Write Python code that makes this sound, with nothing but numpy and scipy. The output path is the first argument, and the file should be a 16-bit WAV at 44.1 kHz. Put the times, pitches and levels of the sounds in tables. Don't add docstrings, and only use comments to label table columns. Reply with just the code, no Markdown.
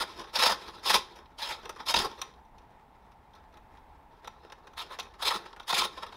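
import sys
import numpy as np
from scipy import signal
from scipy.fft import rfft, irfft
from scipy.io import wavfile
from scipy.ndimage import uniform_filter1d

SR = 44100
rng = np.random.default_rng(int(sys.argv[2]) if len(sys.argv) > 2 else 0)


def persist_wave(psi):
    counts = np.round(np.clip(psi, -1, 1) * 32767).astype(np.int16)
    wavfile.write(sys.argv[1], SR, np.atleast_2d(counts).T)


N = 271656
T = np.arange(N) / SR

# start in seconds, then frame, blade and hiss levels in dB
STROKES = [(-.15, -8, -2.5, -8), (.331, -13.5, -2.5, -10.5), (.83, -7.5, -3, -9.5), (1.385, -6, -6, -13.5),
           (1.859, -1, -2, -10), (4.772, -16, -11, -13.5), (5.189, -10, -7.5, -11),
           (5.675, -14.5, -7.5, -11)]


def undb(db):
    return 10 ** (np.asarray(db) / 20)


def unit(x):
    return x / np.sqrt(np.mean(x ** 2))


def walk(rate_hz):
    hold = int(SR / rate_hz)
    steps = np.repeat(rng.standard_normal(N // hold + 1), hold)
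    return 1.175 * uniform_filter1d(steps, hold)[:N]


def fibres(per_s, spread_db):
    snaps = rng.random(N) < per_s / SR
    return snaps * rng.standard_normal(N) * undb(spread_db * rng.exponential(size=N))


def ring(x, modes, shift_db):
    out = 0
    for k, (hz, width_hz, db) in enumerate(modes):
        b, a = signal.iirpeak(hz, hz / width_hz, SR)
        driven = x * undb(db + shift_db * walk(40))
        out = out + (-1) ** k * signal.lfilter(b, a, driven)
    return out


def bite(start_s, shank_db, bowl_db, hold_ms):
    stroke_s, load_s, unloaded_db = .21, .15, -18.5
    entry_swell_ms, loaded_swell_ms = 9.6, 24.1
    return_frame_db, return_hiss_db, return_swell_ms = 2, -8, 13
    rest_db = -14
    fall_ms = 26.3

    stroke_start_s, frame_db, blade_db, hiss_db = [row for row in STROKES if row[0] <= start_s][-1]
    since_s = start_s - stroke_start_s
    load = min(since_s / load_s, 1)
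    swell_ms = entry_swell_ms + load * (loaded_swell_ms - entry_swell_ms)
    if since_s > stroke_s:
        frame_db += return_frame_db
        hiss_db += return_hiss_db
        swell_ms = return_swell_ms
    frame_db += unloaded_db * (1 - load)
    parts_db = np.array([frame_db, bowl_db, 0, blade_db, hiss_db, blade_db + rest_db])
    return start_s, shank_db + parts_db, swell_ms, hold_ms, fall_ms


def tick(start_s, shank_db, bowl_db, treble_db, fall_ms):
    swell_ms, hold_ms = .6, 2.57
    offsets_db = [-12.5, -13, -1.5, 4.5]
    frame_db, blade_db, hiss_db, rest_db = np.array([bowl_db, 0, treble_db, treble_db]) + offsets_db
    parts_db = np.array([frame_db, bowl_db, 0, blade_db, hiss_db, rest_db])
    return start_s, shank_db + parts_db, swell_ms, hold_ms, fall_ms


def force():
    # time in seconds, nominal level in dB.
    drag = [(0, -51), (.1, -51.5), (.28, -57), (.56, -53.5), (.78, -54.5), (1.0, -50.5), (1.2, -65),
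            (1.33, -78.5), (1.57, -59), (1.8, -57.5), (2.08, -57), (2.26, -59.5), (2.4, -79), (3.0, -79.5),
            (3.4, -77), (3.9, -77.5), (4.05, -84), (4.2, -67), (4.74, -77), (4.87, -59), (5.14, -66),
            (5.4, -58.5), (5.55, -66.5), (5.89, -55), (6.16, -63)]
    # start in seconds, shank level in dB, bowl against shank in dB, hold in ms.
    bite_rows = [(0.0044, -34.5, 3, 20.6), (0.1964, -46, 2.5, 5.2), (0.2416, -52.5, 6, 6.3),
                 (0.338, -40.5, 2.5, 16), (0.358, -26.5, -2.5, 8.2), (0.393, -23.5, -6, 13.6),
                 (0.427, -20.5, 2, 8.7), (0.4647, -19.5, -1, 3.8), (0.498, -27.5, 2.5, 5.5),
                 (0.5183, -29, -1.5, 5.1), (0.7397, -49.5, 1, 8.3), (0.8354, -44.5, -8, 10),
                 (0.858, -30, -3, 28), (0.8984, -21, -4.5, 11.6), (0.9424, -19.5, -2, 11),
                 (0.9744, -34.5, -7, 5.3), (1.387, -40, -4, 32), (1.422, -34, -4, 19.5),
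                 (1.45, -38.5, -3.5, 27), (1.493, -35, -3.5, 23.5), (1.52, -43.5, 1.5, 26),
                 (1.801, -46, 6.5, 4.4), (1.866, -36.5, -2.5, 17), (1.8863, -28, -5, 26),
                 (1.9633, -24, -5.5, 4.3), (1.989, -31.5, 1, 15), (2.02, -36, 3, 11), (2.048, -35, 4, 6.8),
                 (2.1104, -56, -8, 11), (4.778, -35, -3.5, 5.9), (4.791, -38, -5.5, 31),
                 (4.909, -52, 7, 7.1), (4.922, -46, 3.5, 17), (4.948, -55, 6, 3), (5.194, -53, 6, 12),
                 (5.225, -29, -4, 8.6), (5.255, -28, -7.5, 7), (5.274, -23.5, -7, 10.6),
                 (5.308, -33.5, 5.5, 13.5), (5.3467, -33, -2.5, 16.6), (5.4594, -47.5, 1.5, 4.8),
                 (5.68, -33, -6, 11), (5.696, -29, -2.5, 14), (5.744, -23.5, -17, 7.6),
                 (5.7674, -31.5, 6, 3), (5.784, -21, -12.5, 10.4), (5.812, -32.5, 2, 12),
                 (5.8423, -29.5, -2.5, 8.2), (5.9747, -43, 1, 5.9), (6.029, -40.5, 4.5, 2.8)]
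    # start in seconds, shank level in dB, bowl and treble against
    # shank in dB, fall in ms per 20 dB.
    tick_rows = [(1.158, -54, 2.5, -9, 51), (1.2572, -52, -10.5, -27.5, 10),
                 (1.655, -40.5, 3.5, -16.5, 8.3), (1.6933, -40.5, 7, -5, 17), (1.761, -53, 10.5, -11, 24),
                 (1.9405, -17, -2.5, -15, 11), (1.989, -28.5, -14, -4.5, 8.9), (2.188, -55, 2, -8, 47),
                 (2.2156, -33, -.5, -7.5, 14.6), (2.3371, -56, -14, -24, 11), (2.4492, -71.5, 2, -7, 19),
                 (2.582, -55.5, -11, -14, 16), (3.1184, -60, -2.5, -12.5, 14), (3.335, -59.5, 2, -17.5, 14),
                 (3.3504, -55.5, 0, -13, 28), (3.5247, -64, -7, -16, 10), (3.54, -59, -5, -15.5, 10),
                 (3.5717, -57.5, 6.5, -10.5, 9.3), (3.7717, -60.5, 3, -22.5, 15),
                 (4.2453, -51, 4.5, -17, 29), (4.2743, -42, 4.5, -11, 8.9), (4.4993, -52.5, 4, -22, 12),
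                 (4.5214, -43.5, 5.5, -14, 12), (4.6705, -51.5, 4, -12.5, 17), (4.734, -60.5, 10, -9, 14),
                 (4.9877, -36.5, -2.5, -16, 30), (4.997, -29.5, -15, -16, 16), (5.0294, -52, -9, -7, 20),
                 (5.0673, -58, 10, -26, 9.8), (5.139, -54.5, 3, -17, 23), (5.5292, -51.5, 7, -31, 11),
                 (5.5636, -59, 15.5, -13, 21), (5.5979, -42.5, 3, -18, 15), (5.6291, -55, -6, -16, 14),
                 (5.727, -25.5, 5.5, -16, 9), (5.819, -36, -6, -8, 5.7), (6.0645, -43.5, 1, -14.5, 15),
                 (6.1235, -46.5, 3, -23, 14)]
    drag_parts_db = [-57, -56, -58.5, -66.5, -74, -72.5]
    drag_slopes = [0.61, 0.57, 1, 1.1, 1.1, 0.91]
    blow_db = [14.6, 15.4, 15.7, 6.6, 19, 16]
    lift_db, lift_ms = -9, 23

    lift = sum(np.clip(1 - np.abs(1000 * (T - row[0]) / lift_ms + .5), 0, 1) for row in STROKES)
    drag_db = np.interp(T, *np.transpose(drag)) + lift_db * lift + 59.5
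    flutter_db = 3 * walk(30)
    crackle = 1 + 60 * uniform_filter1d(fibres(80, 1) ** 2, size=60)
    power = np.array([crackle * undb(db + slope * drag_db + flutter_db) ** 2
                      for db, slope in zip(drag_parts_db, drag_slopes)])

    bites = [bite(*row) for row in bite_rows]
    ticks = [tick(*row) for row in tick_rows]
    for start_s, db, swell_ms, hold_ms, fall_ms in bites + ticks:
        near = slice(max(int((start_s - .1) * SR), 0), int((start_s + .3) * SR))
        ms = 1000 * (T[near] - start_s)
        swell = np.minimum(ms, 0) / swell_ms
        fall = np.maximum(ms - hold_ms, 0) / fall_ms
        power[:, near] += undb(db[:, None] + 20 * (swell - fall)) ** 2

    blows = np.zeros_like(power)
    for start_s, db, *_ in ticks:
        blows[:, int(start_s * SR)] += undb(db + blow_db)
    return np.sqrt(power), blows


def cutting():
    # centre in Hz, width in Hz, drive in dB relative to the other modes of its part.
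    frame_modes = [(35, 51, -7), (129.8, 36.3, -9.5), (199.6, 43, -4.5), (305.4, 150, -3.5),
                   (418.5, 103, 3)]
    # centre in Hz, width in Hz, relative drive in dB.
    bowl_modes = [(515.6, 54, -7.5), (721, 80, -5.5), (812.6, 52, 0), (916.4, 68, 3.5), (1055, 69.5, 3.5),
                  (1326, 104, 0), (1454, 94, -4), (1782, 406, -7)]
    # centre in Hz, width in Hz, relative drive in dB.
    shank_modes = [(2317, 300, -8.5), (2730, 190, -6.5), (3222, 290, -4.5), (3648, 198, 2.5),
                   (3760, 186, 1.5), (3875, 130, 0.5), (4332, 180, -8.5)]
    # centre in Hz, width in Hz, relative drive in dB.
    blade_modes = [(4734, 250, -6), (5006, 120, -0.5), (5097, 162, -0.5), (5498, 230, -9)]
    # centre in Hz, width in Hz, relative drive in dB.
    hiss_modes = [(6270, 1200, -1), (8320, 910, -2.5), (9420, 1000, -0.5), (11750, 1700, -1.5),
                  (14030, 7100, -10.5)]
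    # centre in Hz, width in Hz, relative drive in dB.
    rest_modes = [(1920, 230, -6), (2594, 100, 5.5), (2578, 180, -5), (5756, 250, 2.5), (6010, 230, -2),
                  (7100, 250, -9)]

    coarse, fine = fibres(8000, 2.05), fibres(16000, 1.3)
    parts = ((coarse, frame_modes, 2.1), (coarse, bowl_modes, 2.5), (fine, shank_modes, 2.1),
             (fine, blade_modes, 2.1), (fine, hiss_modes, 1.1), (fine, rest_modes, 2.5))
    chatter = undb(.81 * walk(220))
    out = 0
    for push, blow, (snaps, modes, shift_db) in zip(*force(), parts):
        _, width_hz, db = np.transpose(modes)
        passed_power = undb(db) ** 2 * width_hz * np.pi / SR
        drive = unit(snaps * chatter) * push + blow
        out = out + ring(drive, modes, shift_db) / np.sqrt(passed_power.sum())
    return out


def shed(x):
    t60_s, echo_db = .27, -17
    t = T[:SR // 2]
    tail = rng.standard_normal(len(t)) * undb(-60 * t / t60_s) * (t > .006)
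    tail = signal.lfilter(*signal.butter(1, 5000, fs=SR), tail)
    tail /= np.sqrt(np.sum(tail ** 2))
    return x + undb(echo_db) * signal.fftconvolve(x, tail)[:N]


def outdoors():
    # frequency in Hz, relative density in dB per Hz.
    spectrum = [(12, -43.5), (20, -6), (60, -5), (74, -4), (91, -13.5), (234, -16.5), (285, -16),
                (337, -23), (607, -20.5), (875, -7), (1120, -21), (1370, -26.5), (2020, -29), (6010, -49.5),
                (16000, -49.5)]
    level_db, drift_db, drift_hz = -57, 1.0, 1.7
    hz, db = np.transpose(spectrum)
    bins_hz = np.maximum(np.arange(N // 2 + 1) * SR / N, 1)
    gain = undb(np.interp(np.log(bins_hz), np.log(hz), db))
    wash = irfft(rfft(rng.standard_normal(N)) * gain, N)
    return undb(level_db + drift_db * walk(drift_hz)) * unit(wash)


def scene():
    return (shed(cutting()) + outdoors())[None]


def record(dry):
    top_hz = 15700
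    low_pass = signal.ellip(10, .2, 80, top_hz, fs=SR, output="sos")
    return signal.sosfilt(low_pass, dry)


dry = scene()
out = record(dry)
persist_wave(out)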